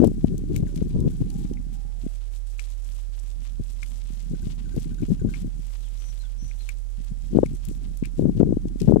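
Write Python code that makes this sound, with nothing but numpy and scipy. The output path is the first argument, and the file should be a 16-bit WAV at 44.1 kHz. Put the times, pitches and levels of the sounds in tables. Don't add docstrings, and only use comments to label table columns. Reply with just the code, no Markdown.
import sys
import numpy as np
from scipy import signal
from scipy.fft import rfft, irfft
from scipy.io import wavfile
from scipy.ndimage import uniform_filter1d, minimum_filter1d, map_coordinates

SR = 44100
rng = np.random.default_rng(int(sys.argv[2]) if len(sys.argv) > 2 else 0)


def bounce(signal):
    frames = np.transpose(np.atleast_2d(signal))
    limited = np.clip(frames, -1, 1)
    pcm = np.round(limited * 32767).astype(np.int16)
    wavfile.write(sys.argv[1], SR, pcm)


N = 396900
TIME = np.arange(N) / SR
LEFT, RIGHT = 0, 1

# t/s, relative level/dB, lower band edge f/Hz
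STONE_SNAPS = [(0.045, -25.5, 5470), (0.073, -31.5, 5500), (0.38, -33.5, 5600), (0.563, -25, 5800),
               (0.578, -35.5, 4500), (0.7595, -33, 4490), (0.776, -36.5, 2780), (1.004, -37, 4530),
               (1.3025, -35, 3980), (1.5362, -38.5, 3813), (2.596, -29, 3800), (2.7033, -40, 4560),
               (3.6365, -39, 4516), (3.8323, -30, 4100), (4.203, -38.5, 4136), (4.476, -45, 4480),
               (4.7628, -36, 4780), (4.945, -43.5, 3214), (5.7331, -45, 5530), (6.691, -30, 4620),
               (7.046, -42.5, 6006), (7.4612, -34, 4200), (7.652, -30.5, 6456), (7.686, -31.5, 6540),
               (7.9724, -35, 5960), (8.0555, -31.5, 4700), (8.684, -38.5, 2956), (8.791, -49.5, 3860),
               (8.8028, -31, 3167), (8.817, -29.5, 3050)]


def from_db(db):
    return 10 ** (np.asarray(db) / 20)


def rms_one(x):
    return x / np.sqrt(np.mean(x ** 2) + 1e-20)


def in_time(rows):
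    times, *columns = np.transpose(rows)
    return [np.interp(TIME, times, column) for column in columns]


def colour(x, spectrum):
    hz, db = np.transpose(spectrum)
    bins = np.maximum(np.fft.rfftfreq(len(x), 1 / SR), 1)
    gain = from_db(np.interp(np.log(bins), np.log(hz), db))
    return rms_one(irfft(rfft(x) * gain, len(x)))


def noise(spectrum, size=N):
    return colour(rng.standard_normal(size), spectrum)


def drift(rate_hz):
    bins = np.fft.rfftfreq(N, 1 / SR)
    return rms_one(irfft(rfft(rng.standard_normal(N)) / (1 + (bins / rate_hz) ** 2), N))


def filtered(x, hz, kind, order=2):
    sos = signal.butter(order, np.minimum(hz, SR / 2 - 1), kind, fs=SR, output="sos")
    return signal.sosfilt(sos, x + 1e-18)


def resonance(x, hz, width_hz):
    radius = np.exp(-np.pi * width_hz / SR)
    feedback = [1, -2 * radius * np.cos(2 * np.pi * hz / SR), radius ** 2]
    return signal.lfilter(np.array([1, 0, -1]) * (1 - radius ** 2) / 2, feedback, x + 1e-18)


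def add(out, s, sound):
    start = int(round(s * SR))
    first, last = max(start, 0), min(start + len(sound), N)
    out[first:last] += sound[first - start:last - start]


def swells(rows, attack_s=0.011, release_s=0.015):
    power, t = 0, TIME[::40]
    for s, length_s, db in rows:
        outside = np.maximum(s - t, 0) / attack_s + np.maximum(t - s - length_s, 0) / release_s
        power = power + (from_db(db) * np.exp(-outside)) ** 2
    return np.interp(TIME, t, power)


def valley_air():
    # f/Hz, relative density/dB
    left_spectrum = [(20, -14), (100, -5), (200, -13), (400, 8.5), (700, 0), (1100, -7.5), (1600, -2.5),
                     (2200, -5.5), (8000, -2), (16000, -15.5)]
    right_spectrum = [(20, 2), (70, 24.5), (130, 7.5), (200, 3), (400, 3.5), (700, -1.5), (1100, -8),
                      (1600, -10), (2700, -15), (4000, -16.5), (5000, -28), (6500, -23), (8000, -35.5),
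                      (12000, -40)]
    return np.array([from_db(-60.5) * noise(left_spectrum), from_db(-52) * noise(right_spectrum)])


def hum(hz=40.1, level_db=-26.5):
    return from_db(level_db) * rms_one(np.sin(2 * np.pi * hz * TIME))


def distant(x, echo_db=-11, echo_s=0.079):
    t = TIME[:SR // 4]
    scatter = rng.standard_normal(len(t)) * np.exp(-t / echo_s)
    return x + from_db(echo_db) * signal.fftconvolve(x, scatter / np.linalg.norm(scatter))[:N]


def rooster(fade_s=0.079, flicker_db=2, gain_db=-0.5):
    # t/s, length/s, first f/Hz, last f/Hz, relative level/dB, hoarseness as a share of the pitch
    syllables = [(0.629, 0.24, 545, 630, -56.5, 0.006), (0.889, 0.22, 905, 1055, -61, 0.024),
                 (1.273, 0.18, 787, 836, -56.5, 0.06), (1.41, 0.2, 815, 818, -63.5, 0.0298),
                 (1.693, 0.263, 751, 830, -60.5, 0.0358), (1.947, 0.2, 717, 636, -59.5, 0.01)]
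    out, wobble = np.zeros(N), drift(57)
    for s, length_s, first_hz, last_hz, db, hoarse in syllables:
        hz = np.interp(TIME, [s, s + length_s], [first_hz, last_hz]) * (1 + hoarse * wobble)
        swell = np.clip(np.minimum(TIME - s, s + length_s - TIME) / fade_s, 0, 1)
        out += from_db(db + gain_db) * np.sqrt(swell) * np.sin(2 * np.pi * np.cumsum(hz) / SR)
    return distant(out * from_db(flicker_db * drift(20.82)))


def bird(waver=0.0039, flutter_db=1.0, fade_s=0.0044):
    # t/s, f/Hz, level/dB
    notes = [
        [(5.82, 4076, -61), (5.85, 3450, -57.5), (5.88, 3020, -54)],
        [(5.988, 5780, -52), (6.025, 5940, -52), (6.075, 5980, -50.5), (6.118, 5780, -48)],
        [(6.195, 4010, -55), (6.216, 4140, -48), (6.234, 3660, -63), (6.256, 3420, -52), (6.28, 3003, -61)],
        [(6.383, 5820, -52), (6.44, 5924, -48), (6.497, 5950, -53), (6.513, 5440, -54)],
        [(6.588, 4035, -58), (6.609, 4180, -46), (6.628, 4000, -57), (6.652, 3120, -55)],
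    ]
    out, wobble, flutter = np.zeros(N), 1 + waver * drift(117), flutter_db * drift(60)
    for note in notes:
        hz, db = in_time(note)
        gate = np.clip(np.minimum(TIME - note[0][0], note[-1][0] - TIME) / fade_s, 0, 1)
        out += from_db(db + flutter) * gate * np.sin(2 * np.pi * np.cumsum(hz * wobble) / SR)
    return distant(out)


def bell(attack_s=0.0025, detune=0.003, rattle=0.33, rattle_hz=70):
    # f/Hz, relative level/dB, t60/s
    modes = [(1520, 2.5, 0.16), (1590, -1, 0.07), (3830, -8, .06), (6930, 2, 0.065)]
    # t/s, level/dB
    touches = [(.675, -55), (1.115, -57), (4.34, -56), (4.42, -57), (4.655, -56), (4.715, -53), (4.91, -54),
               (4.983, -50), (5.195, -51), (5.287, -50), (6.235, -54)]
    out, t = np.zeros(N), TIME[:SR // 2]
    for s, db in touches:
        for hz, mode_db, t60 in modes:
            pitch = hz * (1 + detune * rng.standard_normal())
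            chatter = [rms_one(filtered(rng.standard_normal(len(t)), rattle_hz, "low")) for _ in range(2)]
            phase = 2 * np.pi * (pitch * t + rng.random())
            ring = (1 + rattle * chatter[0]) * np.sin(phase) + rattle * chatter[1] * np.cos(phase)
            envelope = np.exp(-np.log(1000) * t / t60) * np.minimum(t / attack_s, 1)
            add(out, s, from_db(db + mode_db) * ring * envelope)
    return distant(out)


def wind(side, lumpy_db, db_per_octave, moderate_db, gain_db,
         flurry_db=1.5, flurry_hz=12, lull_db=1.71, ceiling_db=-11):
    # t/s, left level/dB, right level/dB
    breeze_levels = [(0, -34, -33), (0.35, -28, -49.5), (0.55, -31, -44.5), (1.1, -29, -36),
                     (1.55, -34, -38), (1.75, -38.5, -57.5), (2.3, -61, -63.5), (2.75, -62, -62.5),
                     (3.5, -52, -51.5), (4.2, -43.5, -60.5), (4.5, -36, -49), (5.35, -31.5, -46),
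                     (5.72, -52, -59.5), (7.05, -51, -58), (7.25, -42.5, -44), (8.1, -45, -58.5),
                     (8.25, -28, -44.5), (9, -34.5, -47)]
    # t/s, length/s, left level/dB, right level/dB
    puffs = [(0.0, 0.081, -12, -36), (0.245, 0.1, -23, -46), (0.492, 0.16, -22, -35),
             (0.817, 0.0047, -17, -54), (0.947, 0.13, -17.5, -33), (1.06, 0.011, -19, -20),
             (1.205, 0.015, -21, -26.5), (1.51, 0.0071, -36, -29), (2.036, 0.033, -33, -56),
             (2.857, 0.11, -55, -49), (3.364, 0.057, -43, -52.5), (3.594, 0.013, -26, -50),
             (4.308, 0.033, -27, -64.5), (4.426, 0.047, -31, -50), (4.759, 0.024, -22, -47),
             (4.852, 0.066, -32, -58.5), (5.022, 0.012, -22.5, -63), (5.086, 0.047, -19, -53),
             (5.219, 0.068, -22, -47), (5.426, 0.05, -27, -46.5), (5.558, 0.039, -35, -55.5),
             (6.415, 0.063, -38.5, -57.5), (6.987, 0.024, -35.5, -59.5), (7.115, 0.01748, -30, -57),
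             (7.331, 0.083, -21, -54.5), (7.422, 0.13, -30, -48), (7.682, 0.032, -25, -65),
             (7.753, 0.19, -36.5, -58), (8.027, 0.046, -33.5, -50), (8.19, 0.11, -18, -42),
             (8.366, 0.1, -15, -48.5), (8.47, 0.073, -22, -41), (8.628, 0.028, -30.5, -38),
             (8.819, 0.024, -17, -47.5), (8.879, 0.094, -12, -45)]
    # f/Hz, relative density/dB
    eddy_spectrum = [(10, -51), (25, -37), (45, -4.5), (70, 4), (110, 4), (170, 4), (260, -2.5),
                     (380, -9.5), (550, -33.5), (800, -65), (1300, -58), (2500, -110)]
    breeze = from_db(in_time(breeze_levels)[side] + flurry_db * drift(flurry_hz))
    port_puffs = [(s, length_s, db[side]) for s, length_s, *db in puffs]
    gust_power = swells(port_puffs, attack_s=0.0065, release_s=0.011)
    lumps = filtered(drift(45.36), 6.37, "high", order=1)
    level_db = gain_db + 10 * np.log10(breeze ** 2 + gust_power)
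    level_db += lumpy_db * lumps - lull_db * np.minimum(lumps, 0) ** 2
    level_db -= 10 * np.log10(1 + from_db(level_db - ceiling_db) ** 2)
    speed = np.minimum(2 ** ((level_db - moderate_db) / db_per_octave), 2)
    flow = map_coordinates(noise(eddy_spectrum, size=2 * N), [np.cumsum(speed)], order=3, mode="nearest")
    flow_rms = np.sqrt(uniform_filter1d(uniform_filter1d(flow ** 2, size=1200), size=1200) + 1e-9)
    fade_in = np.minimum(TIME / 0.00056, 1)
    return from_db(level_db) * flow / flow_rms * fade_in


def buffets(rise_cycles=0.14, fall_cycles=0.45, leak_hz=60):
    # t/s, level/dB, f/Hz
    slaps = [(0.003, -0.5, 248), (0.018, -2, 302), (0.026, 1.5, 300), (0.035, 12, 250), (0.042, 6, 394),
             (0.051, -2, 324), (0.069, -6, 200), (0.078, -10.5, 346), (0.117, -14.5, 264),
             (0.2442, 2.5, 219), (0.345, -11.5, 189), (0.439, -15, 222), (0.626, -6, 185),
             (0.766, -14, 163), (0.824, -5.5, 173), (1.214, -8, 162.9), (1.36, -16.5, 146.9),
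             (1.449, -11, 165), (2.066, -13, 229), (3.599, -17, 213.5), (4.105, -24.5, 189.5),
             (4.315, -17, 188.8), (4.335, -20, 240), (4.47, -14.5, 181), (4.767, -14, 291.3),
             (4.92, -19, 160.8), (5.033, -13, 218), (5.119, -6.5, 201.5), (5.249, -5, 214.2),
             (5.447, -13.5, 195), (7.350, -5, 259), (7.358, -2.5, 227.1), (7.371, 4, 247), (7.388, 5, 400),
             (7.4326, 13, 347.5), (8.027, -7.5, 205), (8.195, -1.5, 271), (8.211, -15.5, 231.4),
             (8.224, -10, 280), (8.255, -1.5, 252), (8.295, -4, 214.4), (8.372, -9, 151.6),
             (8.402, 6.5, 213.3), (8.412, 0, 298.4), (8.431, 4, 301.5), (8.455, -14, 190), (8.491, -8, 232),
             (8.526, -2, 269), (8.571, -5, 243.4), (8.656, -11, 240.6), (8.759, -15, 217),
             (8.878, -10.5, 372), (8.884, 5, 132.6), (8.897, -2.5, 300), (8.912, 0.5, 243),
             (8.923, -1, 410), (8.937, 2.5, 190), (8.961, -1.5, 376), (8.968, 6, 300), (8.994, -11, 190)]
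    out, t = np.zeros(N), np.arange(-SR // 50, SR // 50) / SR
    for (s, db, hz), phase_cycles in zip(slaps, rng.random(len(slaps))):
        push = 1 / (np.exp(-t * hz / rise_cycles) + np.exp(t * hz / fall_cycles))
        swing = np.cos(2 * np.pi * (hz * t + phase_cycles))
        add(out, s - push.argmax() / SR, from_db(db) * push / push.max() * swing)
    return filtered(out, leak_hz, "high")


def breakup(push, gain_db=-19.5, growth=1.77, smooth_hz=120):
    # f/Hz, relative density/dB
    fine_spectrum = [(250, -27), (460, 6), (640, -0.5), (1000, -15.5), (1500, -23), (2200, -39),
                     (4000, -63)]
    force = np.sqrt(np.maximum(filtered(push ** 2, smooth_hz, "low"), 0))
    return push + from_db(gain_db) * force ** growth * noise(fine_spectrum)


def muffled_port(x, cut_hz=2100, loss_db=-13, lag_s=0.00015):
    return from_db(loss_db) * np.interp(TIME - lag_s, TIME, filtered(x, cut_hz, "low", order=3))


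def grit(grains_per_s=2200, size_db=2.5, clump_db=3, clump_hz=110, rub_db=-7):
    # f/Hz, gain/dB
    crunch_spectrum = [(300, 0.5), (1100, 0.5), (1600, -1), (2300, 1), (3000, 1.5), (5000, 0), (6500, 1),
                       (8000, 2), (10000, -4), (12000, -4), (14500, -16.5), (16000, -17)]
    cracking = rng.random(N) < grains_per_s * from_db(clump_db * drift(clump_hz)) / SR
    sizes = from_db(size_db * np.minimum(rng.exponential(1, N), 6))
    grains = cracking * sizes * rng.choice([-1, 1], N)
    bands_hz, width_hz = np.linspace(1000, 15000, 7, retstep=True)
    grain_band = rng.integers(len(bands_hz), size=N)
    cracks = sum(resonance(grains * (grain_band == k), hz, width_hz) for k, hz in enumerate(bands_hz))
    return colour(rms_one(cracks) + from_db(rub_db) * rng.standard_normal(N), crunch_spectrum)


def scuffs(tilt_db=1.65, uneven_db=3, steps_hz=9, split_hz=5200, crush_db=-22, gain_db=1.04):
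    # t/s, level/dB
    shuffle = [(0, -63), (1.3, -57.5), (2.4, -66.5), (3, -62), (4, -59), (4.8, -59.5), (5.45, -61.5),
               (5.6, -57.5), (6.1, -56), (6.85, -62), (7.3, -59), (9, -68)]
    # t/s, length/s, level/dB, brightness/dB
    drags = [(-0.004, 0.065, -52.5, -4), (0.271, 0.006, -53.5, -2), (0.532, 0.045, -57, -4),
             (0.77, 0.011, -52.5, -1), (0.898, 0.009, -55.5, 4.5), (1.076, 0.18, -61.5, -1),
             (1.386, 0.069, -59.5, -1), (1.736, 0.016, -54.5, 2.5), (2.004, 0.15, -59, 0.5),
             (2.328, 0.043, -55, 0.5), (2.472, 0.075, -59, 0.5), (2.593, 0.14, -54, -1.5),
             (2.846, 0.17, -55, 0.6), (3.136, 0.18, -57, -0.5), (3.445, 0.025, -53, -1.5),
             (3.697, 0.026, -52.5, 1.2), (3.807, 0.019, -55, -0.5), (4.058, 0.038, -57, -1.5),
             (4.507, 0.016, -51, -3.5), (4.589, 0.015, -53.5, -3.5), (4.764, 0.08, -53.5, -0.5),
             (5.025, 0.12, -56, -1.1), (5.339, 0.076, -50, -1.5), (5.972, 0.11, -57.5, 2.5),
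             (6.213, 0.071, -61.5, -4), (6.597, 0.073, -62, 5.5), (6.702, 0.014, -53.5, -6),
             (6.97, 0.078, -66, -4.5), (7.63, 0.13, -57.5, 3), (7.819, 0.044, -62, -6),
             (8.045, 0.018, -54.5, -4), (8.169, 0.054, -57, 2.5), (8.372, 0.043, -56, 0),
             (8.809, 0.1, -55.5, -1)]
    crunch = grit()
    flock = from_db(in_time(shuffle)[0] + uneven_db * drift(steps_hz))
    crush_power = swells([(s, 0, db + crush_db) for s, db, _ in STONE_SNAPS])
    out, tilt = 0, tilt_db * drift(25)
    for band, sign in (("low", -1), ("high", 1)):
        drag_power = swells([(s, length_s, db + sign * bright) for s, length_s, db, bright in drags])
        envelope = np.sqrt(flock ** 2 + drag_power + crush_power) * from_db(sign * tilt)
        out = out + envelope * filtered(crunch, split_hz, band, order=3)
    return from_db(gain_db) * out


def stones(crack_s=0.0014, tail_db=-20, tail_s=0.0051, span_octaves=0.9, gain_db=3.5):
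    out, t = np.zeros(N), TIME[:SR // 10]
    envelope = np.exp(-t / crack_s) + from_db(tail_db) * np.exp(-t / tail_s)
    for s, db, low_hz in STONE_SNAPS:
        burst = rng.standard_normal(len(t)) * envelope
        snap = filtered(filtered(burst, low_hz, "high"), low_hz * 2 ** span_octaves, "low")
        add(out, s, from_db(db + gain_db) * snap / np.abs(snap).max())
    return out


def hooves(roll_db=-22, roll_s=0.005, gain_db=11):
    # t/s, relative level/dB, f/Hz
    landings = [(0.5618, -40, 2270), (0.668, -54.5, 1720), (0.7733, -57, 2160), (1.076, -55.5, 2304),
                (1.571, -51, 2130), (2.593, -35, 2310), (3.8292, -35.5, 2165), (5.0283, -51, 2270),
                (5.3383, -41, 2247), (5.342, -42.5, 2230), (5.357, -47, 2230), (6.512, -47, 2240),
                (6.6897, -34, 2260), (6.703, -49, 2190), (7.4584, -45, 2160), (8.036, -45, 2260),
                (8.0489, -43, 2360), (8.054, -42, 2370)]
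    # multiple of the hoof's pitch, width of each filter pass/Hz, relative level/dB
    horn_modes = [(0.72, 1170, 8.5), (1, 536, 20.5), (1.4, 1100, -1.5)]
    out, t = np.zeros(N), TIME[:SR // 10]
    roll = from_db(roll_db) * np.exp(-t / roll_s) * -np.expm1(-2 * t / roll_s)
    for s, db, hoof_hz in landings:
        blow = (t == 0) + roll * rng.standard_normal(len(t))
        tock = 0
        for ratio, width_hz, mode_db in horn_modes:
            ring = blow
            for _ in range(3):
                ring = resonance(ring, hoof_hz * ratio, width_hz)
            tock = tock + from_db(mode_db + rng.standard_normal()) * ring
        add(out, s, from_db(db + gain_db) * tock / np.abs(tock).max())
    return out


def scene():
    lane = scuffs() + hooves() + stones() + bell() + bird()
    crow = rooster()
    left_wind = wind(LEFT, lumpy_db=3.5, db_per_octave=36, moderate_db=-22.5, gain_db=0.5)
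    right_wind = wind(RIGHT, lumpy_db=5, db_per_octave=32, moderate_db=-27, gain_db=-0.5)
    left = lane + breakup(left_wind + buffets()) + from_db(-9) * crow
    right = muffled_port(lane) + breakup(right_wind) + crow + hum()
    return np.array([left, right]) + valley_air()


def record(dry):
    gain = minimum_filter1d(1 / np.maximum(np.abs(dry), 1), size=241)
    limited = dry * uniform_filter1d(uniform_filter1d(gain, size=121), size=121)
    return signal.sosfilt(signal.ellip(10, 0.1, 80, 15900, fs=SR, output="sos"), limited)


dry = scene()
out = record(dry)
bounce(out)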